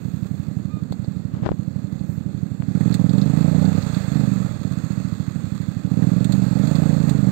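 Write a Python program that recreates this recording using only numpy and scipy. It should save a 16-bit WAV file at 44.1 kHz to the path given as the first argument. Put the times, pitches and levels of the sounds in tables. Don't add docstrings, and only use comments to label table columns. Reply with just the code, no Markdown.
import sys
import numpy as np
from scipy import signal
from scipy.io import wavfile
from scipy.ndimage import uniform_filter1d

SR = 44100
rng = np.random.default_rng(int(sys.argv[2]) if len(sys.argv) > 2 else 0)


def dump_mix(stems):
    frames = np.atleast_2d(stems).T
    limited = np.clip(frames, -1, 1)
    pcm = np.round(limited * 32767).astype(np.int16)
    wavfile.write(sys.argv[1], SR, pcm)


N = 322371
T = np.arange(N) / SR


def undb(db):
    return 10 ** (np.asarray(db) / 20)


def unit(x):
    return x / np.sqrt(np.mean(x ** 2))


def curves(table):
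    s, *columns = np.transpose(table)
    return [np.interp(T, s, c) for c in columns]


def band(x, lo_hz, hi_hz, order=2, kind="bandpass"):
    return signal.sosfilt(signal.butter(order, [lo_hz, hi_hz], kind, fs=SR, output="sos"), x)


def noise():
    return rng.standard_normal(N)


def walk(rate_hz):
    hold = int(SR / rate_hz)
    steps = np.repeat(rng.standard_normal(N // hold + 1), hold)
    return 1.3 * uniform_filter1d(uniform_filter1d(steps, hold), hold)[:N]


def clicks(times_s, sizes):
    at = (np.asarray(times_s) * SR).astype(int)
    keep = (at >= 0) & (at < N)
    return np.bincount(at[keep], np.asarray(sizes)[keep], N)


def decay(t, t60_s):
    return 1000 ** (-t / t60_s)


# time_s, speed_cycles_per_s
ENGINE_SPEED = [(0, 11.48), (.59, 11.77), (1.39, 11.61), (1.78, 12.1), (2.6, 11.7), (2.66, 12.1),
                (2.88, 22.47), (3.07, 20.49), (3.18, 24.43), (3.74, 32.97), (3.9, 29.6), (4.0, 26.74),
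                (4.2, 25.37), (4.46, 22.21), (4.6, 17.49), (4.97, 13.84), (5.28, 12.5), (5.82, 12.09),
                (6.0, 20.31), (6.35, 24.21), (6.5, 21.72), (6.72, 27.83), (7.07, 27.55), (7.31, 22.43)]
# pitch_hz, t60_s, first_swing (-1 inward, 1 outward)
SILENCER_MODES = [(119, .042, -1), (190, .12, 1), (254, .018, 1)]
# level_db (at a blow of 0 dB), slope_db_per_db of blow
FIRST_DRIVE = [(-2.5, .35), (-7.5, .8), (1, 1.15)]
SECOND_DRIVE = [(-3.5, 1), (-13, 1), (-1.5, 1)]
START_CYCLE, SECOND_LAG = .4723, .37
PIPE_DELAY_S = .0027


def engine():
    cycle = START_CYCLE + np.cumsum(curves(ENGINE_SPEED)[0]) / SR
    count = np.arange(int(cycle[-1]) + 1)
    note, puffs, t = 0, 0, T[:SR // 4]
    cylinders = zip((0, SECOND_LAG), blows(), (FIRST_DRIVE, SECOND_DRIVE), (.6, 1.1))
    for lag, blow_db, drive, scatter_db in cylinders:
        times = np.interp(count + lag, cycle, T, left=-1, right=-1) + PIPE_DELAY_S
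        scatter = rng.standard_normal(len(count))
        strength_db = np.interp(times, T, blow_db) + scatter_db * scatter
        for (hz, t60_s, swing), (db, slope) in zip(SILENCER_MODES, drive):
            ring = swing * np.sin(2 * np.pi * hz * t) * decay(t, t60_s)
            blow = clicks(times, undb(db + slope * strength_db))
            note = note + signal.fftconvolve(blow, ring)[:N]
        puff = clicks(times, undb(0.58 * strength_db + 1.7 * scatter))
        puffs = puffs + signal.lfilter([1], [1, -np.exp(-1 / (0.01 * SR))], puff)
    return scattered(baffled(note)), puffs


# time_s, opening (0 idle, 1 open)
THROTTLE_OPENING = [(0, 0.019), (2.6, 0.025), (2.78, 1), (3.78, 0.89), (3.8, 0), (4.08, 0.27), (4.15, 1),
                    (4.44, 0.26), (4.65, 0.38), (5.3, 0.074), (5.78, .1), (5.95, 0.98), (6.4, 0.93),
                    (6.5, 0.63), (6.55, 0.87), (7.31, 1)]
# start_s, end_s, first_cylinder_change_db, second_cylinder_change_db
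UNEVEN_FIRING = [(2.94, 3.0, -1, -13.5), (3.695, 3.8, -16.5, 3.5), (3.8, 4.1, -0.5, -14.5),
                 (3.96, 3.99, 6.5, -9), (4.0, 4.06, -7, 2.5), (4.47, 4.63, -23.5, -2)]
IDLE_BLOW_DB, OPEN_BLOW_DB = (-9, -12), (0.5, -1)


def blows():
    throttle = curves(THROTTLE_OPENING)[0]
    levels_db = []
    for k, (idle, full) in enumerate(zip(IDLE_BLOW_DB, OPEN_BLOW_DB)):
        change_db = sum(row[2 + k] * ((T > row[0]) & (T < row[1])) for row in UNEVEN_FIRING)
        levels_db.append(idle + (full - idle) * throttle + change_db)
    return levels_db


def baffled(note):
    note = signal.sosfilt(signal.butter(4, 340, fs=SR, output="sos"), note)
    note = signal.sosfilt(signal.butter(2, 60, "high", fs=SR, output="sos"), note)
    crack = undb(-14 + 4.3 * curves(THROTTLE_OPENING)[0]) * band(note, 334, 1500, order=3)
    return band(band(note, 320, 420, order=1, kind="bandstop"), 54, 3000) + crack


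def scattered(note):
    blur = band(noise()[:SR // 3], 80, 280) * decay(T[:SR // 3], .35)
    return note + undb(-49 + 2.5 * walk(25)) * signal.fftconvolve(note, blur)[:N]


CLATTER_IDLE_DB, CLATTER_DB_PER_OCTAVE, CLATTER_FADE_DB_PER_S = -57.5, 9, 4.5
GAS_IDLE_DB, GAS_DB_PER_OCTAVE, GAS_FADE_DB_PER_S = -52.5, 7, 25


def hiss(puffs):
    clatter_db = CLATTER_IDLE_DB + follow(CLATTER_DB_PER_OCTAVE, CLATTER_FADE_DB_PER_S)
    gas_db = GAS_IDLE_DB + follow(GAS_DB_PER_OCTAVE, GAS_FADE_DB_PER_S)
    drop_sizes = undb(3.0 * np.minimum(rng.exponential(size=N), 4)) * noise()
    drops = (rng.random(N) < 900 / SR) * drop_sizes
    splash = noise()[:300] * np.exp(-np.arange(300) / 90.0)
    drops = signal.fftconvolve(drops, splash)[:N]
    clatter = noise() * (1 + 0.5 * puffs) * undb(0.8 * walk(5.5)) + undb(-2.5) * unit(drops)
    gas = (band(noise(), 420, 620, order=3) + undb(-7) * band(noise(), 620, 900)) * (.45 + puffs)
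    return undb(clatter_db) * unit(coloured(clatter, flicker_db=1.0)) + undb(gas_db) * unit(gas)


IDLE_CYCLES_PER_S = 11.7
START_DB = 3.5
NEARING_DB_PER_S = 0.3029
PULL_DB = 1


def follow(db_per_octave, fade_db_per_s):
    speed = curves(ENGINE_SPEED)[0]
    db = db_per_octave * np.log2(speed / IDLE_CYCLES_PER_S)
    db[0] = START_DB
    held_db = np.maximum.accumulate(db + fade_db_per_s * T) - fade_db_per_s * T
    pull = uniform_filter1d(np.clip(np.gradient(speed) * SR / 50, 0, 1), size=3000)
    return held_db + NEARING_DB_PER_S * T + PULL_DB * pull


# pitch_hz, half_width_hz (roughly), level_db (before flicker)
PORT_COLOUR = [(1334, 210, 3), (2523, 160, 1), (3570, 270, -1), (4224, 188, -0.5), (6060, 350, -15),
               (6570, 176, 0), (7300, 127, 1), (7700, 75, -40)]


def coloured(x, flicker_db):
    peaks = sum(undb(db + flicker_db * walk(14)) * band(x, hz - 1.12 * w, hz + 1.01 * w, order=1)
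                for hz, w, db in PORT_COLOUR)
    broad = undb(3.5) * band(x, 1147, 2310)
    broad += undb(-15.5) * band(x, 2550, 4780, order=3)
    broad += undb(-14.5) * band(x, 4930, 5750)
    top = undb(-28.5) * band(x, 8300, 19000, order=4)
    return peaks + broad + top


# start_s, level_db (of the burst before filters and later gains), centre_hz,
# bright_db (bright part over the centre band)
TREBLE_TICKS = [(0.9214, -36, 4270, -1.5), (1.044, -43, 4500, -15), (1.9925, -46, 4100, -15),
                (2.7513, -38, 1790, -10), (2.809, -34, 2000, -4), (2.9253, -32, 4440, -9),
                (2.941, -27, 4300, 4), (3.0936, -31.5, 4310, -6), (3.1805, -31.5, 4170, -7),
                (3.2148, -27.5, 4410, -22), (3.2965, -41, 7470, -11), (3.6524, -33, 4430, -9),
                (3.8245, -30.5, 4540, -14), (3.9444, -31, 4300, -8), (6.024, -35, 1590, -15),
                (6.244, -28.5, 3770, 0.5), (6.3222, -27.5, 4230, 1), (6.6717, -38, 4440, 4.5),
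                (6.7543, -30, 4480, -2.5), (7.0938, -31, 4200, 5.5)]
TICK_T60_S = 0.052


def ticks():
    out, t = np.zeros(N + SR // 5), T[:SR // 5]
    for s, db, hz, bright_db in TREBLE_TICKS:
        burst = rng.standard_normal(len(t)) * decay(t, TICK_T60_S)
        body = band(burst, .8 * hz, 1.25 * hz)
        bright = undb(bright_db) * band(burst, 5500, 16000, order=1)
        at = int(s * SR)
        out[at:at + len(t)] += undb(db) * (body + bright)
    return undb(3.5) * coloured(out[:N], flicker_db=-0.5)


SQUEAK_S, SQUEAK_LENGTH_S = .69, .12
SQUEAK_HZ, SQUEAK_DB = 1248, -48.5
SQUEAK_SCOOP_HZ, SQUEAK_SCOOP_S, SQUEAK_SAG_HZ_PER_S = 148, .012, 300


def squeak():
    t = np.clip(T - SQUEAK_S, 0, SQUEAK_LENGTH_S)
    hz = SQUEAK_HZ - SQUEAK_SCOOP_HZ * np.exp(-t / SQUEAK_SCOOP_S) - SQUEAK_SAG_HZ_PER_S * t
    turn = 2 * np.pi * np.cumsum(hz) / SR
    envelope = np.abs(np.sin(np.pi * t / SQUEAK_LENGTH_S)) ** .5
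    tone = np.sin(turn) + undb(-13) * np.sin(2 * turn) + undb(-17) * np.sin(3 * turn)
    return envelope * undb(SQUEAK_DB) * tone


# time_s, level_db (of the main push, before filters), spread_ms
FINGER_SLIPS = [(.77, -23, .4), (.9, -24, 0.63), (.925, -13.5, .26), (1.046, -20.5, 0.35),
                (1.087, -27, 0.4), (1.351, -27, .22), (1.435, -14, .3), (1.454, -18, 0.19),
                (1.463, -5.5, 0.24), (1.468, -5, 0.29), (1.4906, -3, 0.22), (1.5177, -3, 0.41),
                (1.526, -24, 0.17), (2.623, -19, .1), (2.639, -27, .41), (2.967, -24, .29),
                (3.823, -26, 0.37), (4.157, -28.5, .3), (4.757, -29, .2)]


def finger():
    grain_sizes = undb(2.5 * rng.exponential(size=N)) * noise()
    grains = (rng.random(N) < 2500 / SR) * grain_sizes
    rub = unit(band(grains, 46, 350))
    rub += undb(-12.5) * unit(band(grains, 350, 1400))
    rub += undb(-29) * unit(band(grains, 1400, 3800, order=3))
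    slips = sum(signal.fftconvolve(clicks([s], [undb(db)]), push(ms) + 0.13 * push(.06), "same")
                for s, db, ms in FINGER_SLIPS)
    return band(rubbing() * rub + band(slips, 70, 7000, order=1), 40, 7600, order=4)


def push(spread_ms):
    return np.exp(-.5 * (np.arange(-200, 201) / (spread_ms * SR / 1000)) ** 2)


# peak_s, level_db (at the peak), rise_s, fall_s (rise and fall each span 20 dB)
FINGER_RUBS = [(.62, -46, .06, 0.082), (.8, -46, .1, .3), (1.35, -33.5, .06, 0.081), (1.4, -36, 0.058, .1),
               (1.461, -19, 0.032, .03), (1.525, -39, .15, 0.013), (2.78, -40.5, 0.034, 0.075),
               (3.25, -38, 0.032, 0.046), (4.18, -52, 0.1, 0.17)]
RESTING_DB = -60


def rubbing():
    rubs = sum(undb(db - 20 * np.maximum((s - T) / rise, (T - s) / fall))
               for s, db, rise, fall in FINGER_RUBS)
    return undb(RESTING_DB) + rubs


# peak_s, level_db, spread_s
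TREBLE_SWELLS = [(.15, -60, 0.29), (2.12, -55, .05), (5.65, -65, 0.08)]


def swells():
    shape = sum(undb(db) * np.exp(-.5 * ((T - s) / spread) ** 2) for s, db, spread in TREBLE_SWELLS)
    return shape * unit(band(noise(), 6000, 17000))


def rumble():
    low = band(noise(), 90, 250, order=3) + undb(-26) * band(noise(), 18, 45)
    return undb(-29.5 + 0.55 * walk(4)) * unit(low)


def scene():
    note, puffs = engine()
    treble = undb(6.5) * (hiss(puffs) + ticks() + squeak())
    right = note + rumble() + treble + swells()
    leak = undb(-32.0) * band(right, 150, 750, order=1)
    return np.array([leak + finger(), right])


def channel_hiss(gap_db, top_db):
    return (undb(-55.5) * band(noise(), 40, 500, order=1)
            + undb(-63.0) * band(noise(), 300, 3500, order=4)
            + undb(-73) * band(noise(), 3800, 9200, order=3)
            + undb(gap_db) * band(noise(), 7600, 11000, order=3)
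            + undb(top_db) * band(noise(), 11900, 16000, order=8))


TOP_HZ = 15700


def record(dry):
    slope = signal.sosfilt(signal.ellip(2, .5, 16, [8500, 11600], "bandstop", fs=SR, output="sos"), dry)
    heard = signal.sosfilt(signal.ellip(5, .5, 40, [9500, 11600], "bandstop", fs=SR, output="sos"), slope)
    own = np.array([channel_hiss(-82.5, -68.5), channel_hiss(-99.5, -67.0)])
    top_cut = signal.ellip(12, .2, 80, TOP_HZ, fs=SR, output="sos")
    return signal.sosfilt(top_cut, heard + own)


dry = scene()
out = record(dry)
dump_mix(out)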